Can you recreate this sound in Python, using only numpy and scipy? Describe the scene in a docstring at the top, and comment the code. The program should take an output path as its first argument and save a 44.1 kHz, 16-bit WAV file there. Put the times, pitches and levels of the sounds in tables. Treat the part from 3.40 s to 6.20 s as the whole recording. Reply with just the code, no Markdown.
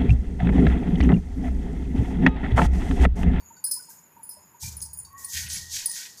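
"""Faint kitchen air, a thin fluttering trill and soft bubbling open, then bangles clink on a wrist, close to the microphone.
A hand wipes oil over flatbread on a hot griddle, among dry ticks, low booms and two faint whistles, one short and one long;
hard walls ring around it. Bangles are sums of decaying, unsteady partials; wipes are hissing and crackling noise with a
resonant rub. Bubbles are short sine blips; booms, ticks, trill, whistles and air are shaped noise."""
import sys
import numpy as np
from scipy import signal
from scipy.fft import rfft, irfft, next_fast_len
from scipy.io import wavfile
from scipy.ndimage import uniform_filter1d, map_coordinates

SR = 44100
rng = np.random.default_rng(int(sys.argv[2]) if len(sys.argv) > 2 else 0)


def unload_audio(sound):
    """Save the sound as a 16-bit wav file, at the path given as the first command line argument."""
    columns = np.transpose(np.atleast_2d(sound))
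    # keep every value between -1 and 1, then stretch to whole-number steps
    steps = np.round(np.clip(columns, -1, 1) * 32767)
    wavfile.write(sys.argv[1], SR, steps.astype(np.int16))


N = 123479  # samples, 2.8 s


def undb(db):
    """Decibels to an amplitude factor."""
    return 10 ** (np.asarray(db) / 20)


def unit(x):
    """Scale to rms 1."""
    return x / np.sqrt(np.mean(x ** 2) + 1e-30)


def since(start):
    """Seconds since a moment, zero before it."""
    return np.maximum(np.arange(N) / SR - start, 0)


def walk(rate):
    """Random steps, rate per second, smoothed twice and scaled to rms 1."""
    k = max(int(SR / rate), 2)
    steps = np.repeat(rng.standard_normal(N // k + 1), k)
    smooth = uniform_filter1d(uniform_filter1d(steps, k), k)
    return unit(smooth[:N])


def colour(x, points, tilt=0):
    """Give a sound a spectrum of (Hz, dB) points, tilted by dB per octave, at rms 1."""
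    size = next_fast_len(N, True)
    octave = np.log2(np.fft.rfftfreq(size, 1 / SR) + 1)
    hz, db = np.array(points).T
    gain = undb(np.interp(octave, np.log2(hz), db) + tilt * octave)
    return unit(irfft(rfft(x, size) * gain, size)[:N])


def band(hz, width):
    """Noise through one resonance, at rms 1."""
    size = next_fast_len(N)
    f = np.fft.rfftfreq(size, 1 / SR)
    resonance = 1 / (1 + ((f - hz) / (width / 2)) ** 2 / 2) ** 2
    return unit(irfft(rfft(rng.standard_normal(size)) * resonance, size)[:N])


def swell(start, rise, hold, fall):
    """Rise, hold, then a fall in dB per second."""
    attack = np.minimum(since(start) / max(rise, 1e-3), 1) ** 1.42
    return attack * undb(-fall * since(start + rise + hold))


def pops(rate, spread_db):
    """Random one-sample impulses of either sign and uneven size, rate per second."""
    hits = rng.random(N) < rate / SR
    sign = rng.choice([-1, 1], N)
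    return hits * sign * undb(spread_db * np.minimum(rng.exponential(size=N), 4))


def room(x, wet_db):
    """Add the dense tail of the kitchen walls: decaying noise after a short gap."""
    gap_s, t60_s = 0.0026, 0.24
    t = since(gap_s)[:SR]
    tail = rng.standard_normal(SR) * (t > 0) * undb(-60 * t / t60_s)
    tail = tail / np.sqrt(np.sum(tail ** 2))
    return x + undb(wet_db) * signal.fftconvolve(x, tail)[:N]


def kitchen_air():
    """Broad room noise whose level wavers."""
    # Spectrum of the air. Each row: Hz, dB per Hz.
    air_colour = [(20, -45), (50, -38), (75, -4.5), (190, 2.5), (260, -3), (700, -10), (930, -7),
                  (2500, -13.5), (3600, -24.5), (8500, -26.5), (12000, -8.5), (15500, -18.5)]
    return undb(-61) * colour(rng.standard_normal(N), air_colour) * undb(1.8 * walk(14))


def spitting():
    """Fine spitting of the griddle: sparse impulses, mostly treble."""
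    spit_colour = [(3000, -30), (8500, -16), (12000, 0), (15500, -2)]  # Hz, dB per Hz
    return undb(-71) * colour(pops(82, 3), spit_colour)


def simmering():
    """Resonances of the smaller bubbles, as noise bands of wavering level."""
    # Each row: centre in Hz, width in Hz, level in dB before the wavering.
    simmer_bands = [(936, 203, -67.5), (1580, 320, -80.5)]
    return sum(band(hz, width) * undb(db + 2 * walk(20)) for hz, width, db in simmer_bands)


def trill():
    """A thin high trill: narrow noise bands that flutter quickly under a slower change of level."""
    # Each row: centre in Hz, width in Hz, level in dB before the flutter and the slower change.
    trill_bands = [(6774, 270, -64), (7050, 100, -65.5)]
    # Slower change of level. Each row: time in seconds, gain in dB.
    trill_level = [(0, 4), (.6, -2), (.98, -2), (1.081, 3), (1.15, -2), (1.55, 4), (1.72, -4.5)]
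    flutter_db, flutter_per_s = 5, 55
    thin = sum(band(hz, width) * undb(db + flutter_db * walk(flutter_per_s)) for hz, width, db in trill_bands)
    return thin * undb(np.interp(np.arange(N) / SR, *np.array(trill_level).T))


def booms():
    """Low booms of noise, levelled over short stretches, that swell and die away."""
    # Each row: start in seconds, level in dB, fall in dB per second.
    boom_times = [(-.03, -56, 143), (.955, -67.5, 160), (1.22, -37, 97), (1.33, -51, 22.5),
                  (1.929, -42.5, 33), (2.0, -53.5, 51)]
    # Spectrum before the levelling. Each row: Hz, dB per Hz.
    boom_colour = [(20, -25), (50, -16.5), (64, -10), (76, 4.5), (92, -5), (120, -10), (190, -14.5),
                   (260, -45), (600, -62)]
    rise_s, hold_s, end_s = 0.021, 0.014, 2.37
    rumble = colour(rng.standard_normal(N), boom_colour)
    rumble = rumble / np.sqrt(uniform_filter1d(rumble ** 2, size=2500))
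    level = sum(undb(db) * swell(start, rise_s, hold_s, fall) for start, db, fall in boom_times)
    return rumble * level * undb(-200 * since(end_s))  # what is left drops away quickly


def rattle():
    """Unsteady strength and phase of a partial while the bangles chafe against each other."""
    smoothing = int(SR / 180)  # samples
    shake = uniform_filter1d(rng.standard_normal((2, SR // 2)), size=smoothing)
    shake = uniform_filter1d(shake, size=40)
    return unit(shake[0]) + 1j * unit(shake[1])


def ringing(which, t, low_db, high_db, ring):
    """The partials of one bangle, weighted by where it is struck and unsteady from chafing."""
    # Partials of the four bangles. Each row: the frequencies of one bangle in Hz.
    partial_hz = [
        [4332, 5280, 6890, 8285, 9445, 15170],
        [4888, 4960, 6745, 8226, 10243, 13225],
        [5100, 5160, 6015, 7125, 9830, 9897, 11409, 13310],
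        [3758, 4600, 5276, 5739, 6557, 6966, 8651, 9345],
    ]
    # How they ring, one row per bangle. Each pair: level in dB, free ring time t60 in seconds.
    partial_modes = [
        [(-31, 0.31), (-25.5, 0.2), (-47, 0.31), (-20.5, 0.15), (0.5, 0.16), (-4.5, 0.12)],
        [(-27.5, 0.38), (-20, 0.16), (-38, 0.31), (-18, 0.2), (2.5, 0.13), (-2.5, .06)],
        [(-27.5, .35), (-25, 0.32), (-27, 0.099), (-42, 0.46), (-3, 0.19), (-5.5, 0.2), (-10, 0.061),
         (3.5, 0.056)],
        [(-17, 0.25), (-2, 0.23), (-8, 0.17), (-15.5, 0.18), (-4.5, 0.21), (-3, 0.12), (-14, 0.28),
         (-9.5, 0.17)],
    ]
    rattle_share, detune_hz = 0.53, 11.6  # detune_hz is the spread of the random detuning
    out, shake = 0, rattle()
    for hz, (mode_db, t60) in zip(partial_hz[which], partial_modes[which]):
        place_db = low_db * (hz < 9000) + high_db * (hz > 12000)
        gain = undb(mode_db + place_db - 60 * t / (t60 * max(ring, .1)))
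        cycles = (hz + detune_hz * rng.normal()) * t + rng.random()
        tone = np.exp(2j * np.pi * cycles)
        unsteady = 1 + rattle_share * np.roll(shake, rng.integers(SR))[:len(t)]
        out = out + gain * np.real(unit(unsteady) * tone)
    return out


def bangles():
    """Each contact clicks, chatters and sets three bangles ringing in its own mix; the fourth is only nudged."""
    # Clinks. Each row: start in seconds, first, second and third bangle in dB, partials under 9 kHz in dB,
    # partials over 12 kHz in dB, contact click in dB, share of the free ring time.
    clink_rows = [(.2399, -32, -28, -32.5, 7, -1, -29, 0.79), (.242, -25.5, -23.5, -46, -2, -1, -32, 0.84),
                  (.263, -29.5, -36, -49, 10, -14, -39, 0.74),
                  (.311, -31.5, -37.5, -31, 18.5, 3, -30, 0.58),
                  (.3143, -32, -28.5, -23.5, -1, -13, -19.5, 0.92), (.32, -37, -33.5, -32, 15, 1, -25, 1.1),
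                  (.424, -55, -61, -52, 18, -16, -36, 1.6), (.8305, -48, -45, -73, -1, 1.5, -64, 2.1),
                  (.8905, -40, -40, -35.5, 2, 2, -48, 0.76), (.909, -55, -52.5, -46.5, 15.5, -2, -64, 1.43),
                  (1.3671, -36, -45, -37, 1, -7, -52, 0.69), (1.415, -35, -36.5, -53, 10, -3, -54, 1.1),
                  (1.4245, -34, -33.5, -32.5, 8, -7, -29, 0.42),
                  (1.5315, -36.5, -37.5, -67, 0, 2, -53, 0.53),
                  (1.573, -39.5, -44, -41, -12, -3, -41, 0.61),
                  (1.587, -34.5, -40, -51, -4, -10, -38, 0.85), (1.649, -33, -45, -53, 0, -12, -37, 0.16),
                  (1.8452, -27, -40, -60, 4.5, -10, -43, 0.43), (2.085, -40, -50, -48, 1, -15, -50, 1.1),
                  (2.131, -47, -32, -42, -5, -9, -52, 1.3), (2.4575, -16.5, -18.5, -24.5, 6, -1, -31, 0.31),
                  (2.4951, -30.5, -31.5, -31, 11, -20, -45, 0.71), (2.514, -31, -39, -45, 7, 2, -23, .37)]
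    # Soft nudges of the fourth bangle. Each row: start in seconds, level in dB, share of the free ring time.
    nudge_rows = [(0, -58.5, 0.76), (.163, -56, 0.79), (1.648, -47.5, 0.69), (2.772, -46.5, 0.87)]
    # Spectrum of a contact. Each row: Hz, dB per Hz.
    contact_colour = [(2500, -64), (3800, -34), (5000, -0.5), (8000, 1.5), (10000, -1), (13000, -4),
                      (15500, 8.5)]
    click_s, contact_s, nudge_s = 0.0022, 0.0015, 0.0021  # click decay, then the two onset times
    chatter_db, chatter_s = -19.5, 0.047  # level against the click, decay
    out = np.zeros(N)
    click = colour(rng.standard_normal(N), contact_colour)
    chatter = colour(pops(1600, 4.7), contact_colour)
    for start, first_db, second_db, third_db, low_db, high_db, click_db, ring in clink_rows:
        span = slice(int(start * SR), int(start * SR) + SR // 2)
        t = since(start)[span]
        contact = click[span] * np.exp(-t / click_s)
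        contact = contact + undb(chatter_db) * chatter[span] * np.exp(-t / chatter_s)
        sound = undb(click_db) * contact
        for which, db in enumerate((first_db, second_db, third_db)):
            sound = sound + undb(db) * ringing(which, t, low_db, high_db, ring)
        out[span] += sound * np.minimum(t / contact_s, 1)
    for start, db, ring in nudge_rows:
        first = max(int(start * SR), 0)
        t = np.arange(min(SR // 2, N - first)) / SR
        out[first:first + len(t)] += undb(db) * ringing(-1, t, 0, 0, ring) * np.minimum(t / nudge_s, 1)
    return out


def bubbles():
    """Soft round blips of a pot and of the oil: sines that swell and fade in a few milliseconds."""
    # Each row: start in seconds, pitch in Hz, peak level in dB.
    bubble_rows = [(.104, 923, -45.5), (.168, 1490, -55), (.27, 1596, -54), (.365, 1000, -50.5),
                   (.395, 1490, -50.5), (.485, 926, -50), (.505, 1595, -57), (.765, 942, -47),
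                   (.793, 913, -48), (.968, 602, -52.5), (1.143, 957, -49.5), (1.23, 874, -44),
                   (1.238, 2384, -43.5), (1.252, 2368, -44.5), (1.274, 2403, -45), (1.46, 883, -52),
                   (2.48, 930, -51.5)]
    peak_s = 0.0048  # time from start to peak
    out = np.zeros(N)
    for start, hz, db in bubble_rows:
        t = since(start)
        out += undb(db) * t / peak_s * np.exp(1 - t / peak_s) * np.sin(2 * np.pi * hz * t)
    return out


def flickering(x, depth_db, rate):
    """The level flickers by chance from one short frame to the next, nearly alike at all pitches."""
    f, t, cells = signal.stft(x, nperseg=1024)  # f in cycles per sample, t in samples
    place = np.meshgrid(14 * np.log2(1 + f / 1000), t * rate, indexing="ij")  # where to read the chance map
    gain = undb(depth_db * map_coordinates(rng.standard_normal((72, 256)), place, mode="mirror"))
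    return unit(signal.istft(cells * gain)[1][:N])


def wipes():
    """Oil hisses and crackles under the hand; at full pressure a scratchy rub with wavering resonances joins in."""
    # Wipes of the hand. Each row: start in seconds, rise in seconds, hold in seconds, fall in dB per second,
    # hiss in dB, coarse rub in dB, tilt of the hiss in dB per octave.
    wipe_rows = [(0.491, 0.0071, 0.016, 169, -44.5, -92, 10), (1.194, 0.035, 0.021, 163, -35, -55.5, 1),
                 (1.768, 0.026, 0.07, 107, -42.5, -66, 7.5), (1.87, 0.074, 0.07, 220, -33, -34.5, 0),
                 (2.088, 0.018, 0.035, 99, -33.5, -44.5, -4), (2.282, 0.062, 0.014, 121, -30.5, -42, -4),
                 (2.485, 0.081, 0.025, 117, -35.5, -43, -3), (2.77, 0.0055, .03, 108, -51, -95, 3)]
    # Spectrum of the hiss before its tilt. Each row: Hz, dB per Hz.
    hiss_colour = [(1200, -43), (2400, -30), (3200, -11.5), (4500, -3), (6600, 3), (8500, -4),
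                   (11000, -6.5), (13500, -7), (15500, -12.5)]
    # Spectrum of the gritty part of the rub. Each row: Hz, dB per Hz.
    rub_colour = [(700, -59), (1200, -35), (1550, 0), (1900, 0), (2400, -1), (3200, -2), (4500, 0),
                  (8000, -19.5)]
    # Resonances of the rub. Each row: centre in Hz, width in Hz, level in dB before the wandering.
    rub_bands = [(1501, 157, -11), (1892, 117, -6), (2262, 64, -5), (2522, 136, -10.5), (3220, 170, -5.5)]
    rub_lag_s, rub_rise_s, rub_hold_s, rub_fall_db_s = -0.0086, 0.036, 0.049, 182
    crackle_per_s, wander_db = 2500, 4.5
    crackle = undb(-13.5) * unit(pops(crackle_per_s, 1))
    scratch = undb(-8.5) * unit(pops(520, 3.8))
    fizz = flickering(rng.standard_normal(N) + crackle + scratch, depth_db=1.5, rate=26)
    grit = undb(-1.5) * colour(flickering(pops(crackle_per_s, 1.5), depth_db=4.5, rate=20), rub_colour)
    hollow = sum(band(hz, width) * undb(db + wander_db * (walk(18) - 2.5)) for hz, width, db in rub_bands)
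    hiss, rub = np.zeros(N), np.zeros(N)
    for start, rise, hold, fall, hiss_db, rub_db, tilt in wipe_rows:
        hiss += undb(hiss_db) * swell(start, rise, hold, fall) * colour(fizz, hiss_colour, tilt)
        rub_start = start + rise + rub_lag_s - rub_rise_s / 2
        rub += undb(rub_db) * swell(rub_start, rub_rise_s, rub_hold_s, rub_fall_db_s)
    return hiss + rub * (grit + hollow)


def ticks():
    """Short dry clicks of nails and spitting oil: decaying noise bands with no ring."""
    # Each row: start in seconds, level in dB, centre in Hz, decay time in seconds.
    tick_rows = [(.4915, -41, 9700, 0.0038), (.7194, -49, 12000, .001), (1.406, -35, 6340, 0.0024),
                 (1.4232, -30, 6540, 0.0022), (1.461, -39, 5900, .0025), (1.729, -39.5, 11640, .0013),
                 (1.783, -43, 7200, 0.0049), (2.102, -26.5, 7530, 0.0012), (2.515, -29, 6360, 0.002),
                 (2.557, -32, 7000, 0.0017)]
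    out = np.zeros(N)
    for start, db, hz, decay_s in tick_rows:
        t = since(start)
        out += undb(db) * band(hz, hz * 0.13) * (t > 0) * np.exp(-t / decay_s)
    return out


def whistles():
    """Two faint whistles, one short and one long: narrow noise bands that swell, waver and fall."""
    # Each row: start in seconds, rise in seconds, hold in seconds, fall in dB per second,
    # centre in Hz, width in Hz, level in dB before the wavering.
    whistle_rows = [(1.652, 0.053, 0.14, 150, 1098, 50, -53), (1.705, 0.072, 0.9, 123, 1884, 127, -55.5)]
    out = np.zeros(N)
    for start, rise, hold, fall, hz, width, db in whistle_rows:
        out += undb(db) * swell(start, rise, hold, fall) * band(hz, width) * undb(1.6 * walk(16.35))
    return out


def scene():
    """Clinks, ticks and bubbles excite the walls most, wipes less; the rest stays dry."""
    background = kitchen_air() + spitting() + simmering() + trill() + whistles()
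    small_sounds = room(bangles() + ticks() + bubbles(), wet_db=-7)
    return (small_sounds + room(wipes(), wet_db=-13) + booms() + background)[None]


def record(dry):
    """The recorder cuts the top with a steep low-pass at 15.4 kHz."""
    return signal.sosfilt(signal.ellip(10, .2, 70, 15400, fs=SR, output="sos"), dry)


dry = scene()
out = record(dry)
unload_audio(out)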